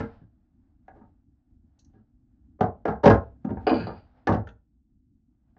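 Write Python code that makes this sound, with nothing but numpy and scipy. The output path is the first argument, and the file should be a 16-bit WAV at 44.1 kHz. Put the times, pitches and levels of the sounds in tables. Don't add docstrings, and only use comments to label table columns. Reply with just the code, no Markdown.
import sys
import numpy as np
from scipy import signal
from scipy.fft import rfft, irfft
from scipy.io import wavfile
from scipy.ndimage import uniform_filter1d

SR = 44100
rng = np.random.default_rng(int(sys.argv[2]) if len(sys.argv) > 2 else 0)


def output_pcm(signal):
    pcm = np.clip(np.atleast_2d(signal).T, -1, 1) * 32767
    wavfile.write(sys.argv[1], SR, np.round(pcm).astype(np.int16))


N = 246078

# start in seconds, relative level in dB, bottle pitch in Hz, note in dB, thud pitch
# in Hz, thud in dB, clack in dB, crack in dB, contact time in seconds, mean loss per rebound in dB.
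BOTTLE_BLOWS = [(0.002, -15, 215, -6, 203, -3, -8, -45, 0.0073, 14),
                (0.212, -56, 280, -18, 110, 12, -6.5, -47, 0.012, 14),
                (0.88, -35, 773, -9.5, 280, -36, -2.5, -49, 0.0053, 23.5),
                (0.945, -46, 337, -15, 250, -20, -18, -56, 0.027, 2),
                (1.009, -49.5, 830, -9, 230, 2.5, -41, -67, 0.018, 8.5),
                (1.93, -62.5, 455, -9, 150, 6.5, -6, -39, 0.032, 2.5),
                (2.589, -38, 600, -10.5, 143, -7, -30.5, -64, 0.014, 18.5),
                (2.607, -6, 748, -11, 260, -5.5, -20.5, -49.5, 0.0077, 12.5),
                (2.853, -15, 745, -9.5, 125, -14.5, -5.5, -47.5, 0.011, 10),
                (2.877, -19.5, 833, -9.5, 135, -2, -13.5, -46.5, 0.016, 7),
                (3.032, -9, 558, -11.5, 200, -12, -22.5, -44.5, .03, 0.5),
                (3.055, 0, 283, -6.5, 226.7, -3.5, -17.5, -43, 0.017, 6),
                (3.096, -5, 678, -9.5, 165, -10.5, -11, -45, 0.015, 7.5),
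                (3.445, -22.5, 800, -18, 213, 4, -29, -61, 0.0086, 17),
                (3.488, -26, 275, -14.5, 196, 3.5, -24.5, -59, .02, 5.5),
                (3.568, -35.5, 860, -7, 207, -8, -16, -62, 0.014, 11),
                (3.665, -13.5, 699, -5, 258, -24.5, -26, -62.5, 0.022, 8.5),
                (3.706, -15, 290, -1, 272, -9.5, -29.5, -68.5, 0.024, 4),
                (3.799, -31.5, 260, -18.5, 90, 3.5, -4, -78, 0.026, 5.5),
                (3.866, -23, 798, -14, 221, -8, -14.5, -58, 0.015, 5.5),
                (4.27, -11, 759, -12.5, 242, -13, -4, -38, 0.011, 10.5),
                (4.287, -8.5, 706, -13.5, 105, -5, -19.5, -57, 0.012, 8),
                (4.321, -18, 753, -15.5, 210, -1, -13, -42, 0.017, 7.5),
                (4.471, -40, 621, -11.5, 200, -8.5, -34, -36.5, 0.01, 15.5),
                (5.565, -51, 755, -11, 245, -33, 1, -45, 0.0052, 26)]
# start in seconds, relative level in dB, level of the chatter against it in dB.
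LID_TOUCHES = [(3.6674, -25, -27), (3.692, -23, -15), (3.868, -37, -21)]
# start in seconds, relative level in dB, favoured pitch in Hz, length in seconds.
PLASTIC_TICKS = [(0.877, -89, 4300, .02), (1.789, -64, 5070, 0.018), (1.846, -70, 5600, 0.007),
                 (3.448, -60, 3180, 0.0065), (3.503, -51, 2050, 0.0046), (4.47, -46, 1700, 0.015),
                 (4.487, -47, 2400, 0.0065)]
# frequency in Hz,
# relative level in dB, nominal 60 dB decay time in seconds, which ring() scales by its damp factor.
SHELF_MODES = [(317, 7.5, 0.47), (410, -4, 0.29), (467, 4, 0.91), (518.2, -2.5, 0.2), (506, -7.5, 0.21),
               (582.4, 8, 0.41), (634, 3.5, 0.27), (795.6, 11.5, 0.34), (870, -2.5, 0.69),
               (1010, -11, 0.41)]
WALL_MODES = [(58, -36.5, 0.32), (76.9, -6, 0.26), (114, -10.5, 0.75), (139, -15, 0.09), (160, 5, 0.13),
              (199.2, 11.5, 0.25), (241.7, 11.5, 0.14), (277.8, -4, 0.2)]
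LID_MODES = [(1457, 14.5, 0.092), (1550, -3.5, .15), (2320, -29.5, .2), (2450, -14.5, 0.21),
             (2534, 9.5, 0.092), (2870, 3, 0.11), (3010, -3.5, 0.58), (3276, -3.5, 0.19), (3460, -4, 0.085),
             (4350, -18.5, .2), (4377, 2, 0.18), (4680, 17.5, 0.3), (4670, -1, 0.24), (4775, -1.5, 0.28),
             (4900, -13.5, 0.14)]
EDGE_MODES = [(1030, 2, 0.01), (1397, -1.5, 0.023), (1468.4, -0.5, 0.09), (1580, -4, 0.099),
              (1830, -13, 0.0045), (2100, -11, 0.034)]
# frequency in Hz, relative level in dB.
TICK_BANDS = [(1600, 2), (2100, -8.5), (3200, -0.5), (4900, -1), (5950, 4)]
# frequency in Hz, relative density in dB per Hz.
CRACK_SPECTRUM = [(1000, -33.5), (1700, -13.5), (2420, -28), (2730, -12), (3440, -15.5), (5760, -24),
                  (8590, -46), (11200, -90.5), (18900, -120)]
RUMBLE_SPECTRUM = [(12, -37.5), (20, -5), (69, 5.5), (164, -9), (212, -4.5), (253, -0.5), (318, -8.5),
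                   (409, -32.5), (477, -37.5), (680, -45.5), (1070, -58.5), (7760, -58.5), (8590, -68),
                   (11200, -88), (18900, -120)]
MID_NOISE_SPECTRUM = [(250, -36), (420, -8.5), (544, -9), (735, -1), (1000, -12), (1520, -13.5),
                      (2370, -25), (5000, -33), (6500, -54), (11000, -120)]
# frequency in Hz, 60 dB decay time in seconds.
CABINET_T60 = [(60, 0.43), (160, 0.11), (420, 0.21), (1100, 0.21), (2900, 0.047), (7700, 0.16)]
# time in seconds, rumble in dB, mid-band noise in dB.
BACKGROUND_LEVELS = [(0, -45.5, -47.5), (.3, -64.5, -82), (.5, -63, -89), (.64, -61, -80),
                     (.78, -65.5, -88), (1.0, -60, -76), (1.25, -64, -93.5), (1.95, -58.5, -82.5),
                     (2.2, -62, -90.5), (2.55, -59, -87), (3.4, -57.5, -85.5), (3.65, -46.5, -61),
                     (4.0, -60.5, -65), (4.3, -57, -74), (4.62, -62.5, -99), (5.2, -65.5, -102),
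                     (5.58, -63, -80.5)]

REBOUND_SAG, REBOUND_THUD_DB, REBOUND_CLACK_DB, REBOUND_CRACK_DB = 0.9, 2, 1.94, 0
REBOUND_CONTACT_S, REBOUND_GAP_S = 0.014, 0.022
RISE_SHARE = 0.25
CLINK_S, CHATTER_S, CHATTER_GAP_S, CHATTER_LOSS_DB = 0.009, 0.074, 0.031, 5.5
WALL_SLOPE_DB, TICK_SLOPE_DB = 18, 19
HUM_HZ, HUM_DB, HISS_DB = 52.6, -78.5, -99
OVERLOAD = 0.72
TOP_HZ = 8400


def bottles():
    body, walls, crack = np.zeros((3, N))
    for s, db, hz, note_db, thud_hz, thud_db, clack_db, crack_db, length in contacts():
        push = undb(db) * bounces(length, 2.5, RISE_SHARE * length)
        note = ring([(hz, 0, 0.055), (1.55 * hz, -10, 0.03)], 1)
        shelf = ring(SHELF_MODES, 0.15, spread=0.05, count=2)
        clack = ring(EDGE_MODES, 0.96, spread=0.12, count=2)
        favoured = [(f, g - WALL_SLOPE_DB * abs(np.log2(f / thud_hz)), t60) for f, g, t60 in WALL_MODES]
        panels = ring(favoured, 0.32)
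        add(body, undb(note_db) * strike(push, note), s)
        add(body, undb(-11) * strike(push, shelf), s)
        add(body, undb(clack_db) * strike(push, clack) / 3, s)
        add(walls, undb(thud_db) * strike(push, panels), s)
        add(crack, undb(crack_db) * push, s)
    bodies = band(body, 160, 1900) + undb(-1) * band(walls, 72, 500)
    return bodies, undb(10) * colour(crack, CRACK_SPECTRUM)


def contacts():
    chance = rng.standard_normal((len(BOTTLE_BLOWS), 3, 3))
    for blow, luck in zip(BOTTLE_BLOWS, chance):
        s, db, hz, note_db, thud_hz, thud_db, clack_db, crack_db, length, loss_db = blow
        yield s, db, hz, note_db, thud_hz, thud_db, clack_db, crack_db, length
        for k, (late, strong, sharp) in enumerate(luck, start=1):
            at = s + REBOUND_GAP_S * (k + 0.15 * late)
            level_db = db - k * loss_db + 1.2 * strong
            pitch_hz = hz * REBOUND_SAG ** k * (1 + 0.017 * sharp)
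            yield (at, level_db, pitch_hz, note_db, thud_hz, thud_db + k * REBOUND_THUD_DB,
                   clack_db + k * REBOUND_CLACK_DB, crack_db + k * REBOUND_CRACK_DB, REBOUND_CONTACT_S)


def lid():
    clusters, top = np.zeros((2, N))
    for s, db, chatter_db in LID_TOUCHES:
        touches = [(s, db, CLINK_S)]
        for k in range(4):
            level_db = db + chatter_db - k * CHATTER_LOSS_DB
            touches.append((s + (k + 1) * CHATTER_GAP_S, level_db, CHATTER_S))
        for at, touch_db, length in touches:
            taps = undb(touch_db) * bounces(length, 9, 0.0011)
            add(clusters, strike(taps, ring(LID_MODES, 0.3, spread=0.022, count=4)), at)
            add(top, strike(taps, ring([(6750, 0, 0.04)], 1, spread=0.02, count=3)), at)
    clusters = band(band(clusters, 1400, 4300), 1000, 4400)
    return undb(-9) * clusters + undb(-51.5) * band(top, 5600, 7100)


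def ticks():
    out = np.zeros(N)
    for s, db, favoured_hz, length in PLASTIC_TICKS:
        burst = undb(db) * bounces(length, 1.6, 0.001)
        for hz, gain_db in TICK_BANDS:
            level_db = gain_db - TICK_SLOPE_DB * abs(np.log2(hz / favoured_hz))
            add(out, undb(level_db) * band(burst, 0.814 * hz, 1.132 * hz), s)
    return undb(10.5) * out


def inside():
    t, h = np.arange(int(0.8 * SR)) / SR, 0
    for hz in 40 * 2 ** np.arange(0, 8, 0.5):
        sos = signal.butter(2, [hz / 2 ** 0.25, hz * 2 ** 0.25], "band", fs=SR, output="sos")
        cabinet = 1000 ** (-t / at_hz(CABINET_T60, hz))
        kitchen = undb(-31) * 1000 ** (-t / 0.42)
        part = signal.sosfilt(sos, rng.standard_normal(len(t))) * (cabinet + kitchen)
        h = h + part * np.sqrt(hz / np.sum(part ** 2))
    h = h * np.minimum(t / 0.01, 1)
    return h / np.sqrt(np.sum(h ** 2))


def background():
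    s, rumble_db, mid_db = np.transpose(BACKGROUND_LEVELS)
    t = np.arange(N) / SR
    rumble = colour(rng.standard_normal(N), RUMBLE_SPECTRUM)
    rumble = rumble * undb(np.interp(t, s, rumble_db) + 2.5 * walk(14))
    mid_noise = colour(rng.standard_normal(N), MID_NOISE_SPECTRUM)
    mid_noise = mid_noise * undb(np.interp(t, s, mid_db) + 2 * walk(25))
    hum_level = undb(HUM_DB + 2.5 * walk(9))
    hum_hz = HUM_HZ * (1 + 0.01 * walk(4.5))
    hum = hum_level * np.sin(2 * np.pi * np.cumsum(hum_hz) / SR)
    return rumble + mid_noise + hum


def bounces(length, scatter_db, rise):
    t = np.arange(SR // 6) / SR
    chance = rng.standard_normal((2, len(t)))
    unevenness = uniform_filter1d(chance[1], size=36) * 6
    grit = chance[0] * undb(scatter_db * unevenness)
    return grit * np.minimum(t / rise, 1) * np.exp(-(t / max(length, 0.002)) ** 2)


def ring(modes, damp, spread=0., count=1):
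    t = np.arange(SR // 4) / SR
    hz, db, t60 = np.repeat(np.transpose(modes), count, axis=1)[:, :, None]
    hz = hz * (1 + spread * rng.standard_normal(hz.shape))
    decay = np.exp(-np.log(1000) * t / (damp * t60))
    h = np.sum(undb(db) * np.sin(2 * np.pi * hz * t) * decay, axis=0)
    return h / np.sqrt(np.sum(h ** 2))


def strike(push, h):
    out = signal.fftconvolve(push, h)
    return out * np.sqrt(np.sum(push ** 2) / np.sum(out ** 2))


def through(x, h):
    return signal.fftconvolve(x, h)[:N]


def band(x, lo_hz, hi_hz):
    return signal.sosfilt(signal.butter(4, [lo_hz, hi_hz], "band", fs=SR, output="sos"), x)


def colour(x, spectrum):
    gain = undb(at_hz(spectrum, np.arange(len(x) // 2 + 1) * SR / len(x)))
    return irfft(rfft(x) * gain / np.sqrt(np.mean(gain ** 2)), len(x))


def walk(rate):
    k = int(SR / rate)
    held = np.repeat(rng.standard_normal(N // k + 1), k)
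    return 1.3 * uniform_filter1d(uniform_filter1d(held, k), k)[:N]


def at_hz(table, hz):
    f, v = np.transpose(table)
    return np.interp(np.log(np.maximum(hz, 1)), np.log(f), v)


def undb(db):
    return 10 ** (np.asarray(db, float) / 20)


def add(track, x, s):
    i = int(max(s, 0) * SR)
    track[i:i + len(x)] += x[:max(N - i, 0)]


def scene():
    bodies, cracks = bottles()
    hits = bodies + lid()
    bright = cracks + ticks()
    echo = through(hits + undb(-4) * bright, inside())
    return (hits + bright + undb(-5.5) * echo + background())[None]


def record(dry):
    flattened = np.tanh((np.abs(dry) / OVERLOAD) ** 3) ** (1 / 3)
    loud = OVERLOAD * flattened * np.sign(dry)
    hiss = undb(HISS_DB) * rng.standard_normal(dry.shape)
    return signal.sosfilt(signal.ellip(8, 0.5, 60, TOP_HZ, fs=SR, output="sos"), loud + hiss)


dry = scene()
out = record(dry)
output_pcm(out)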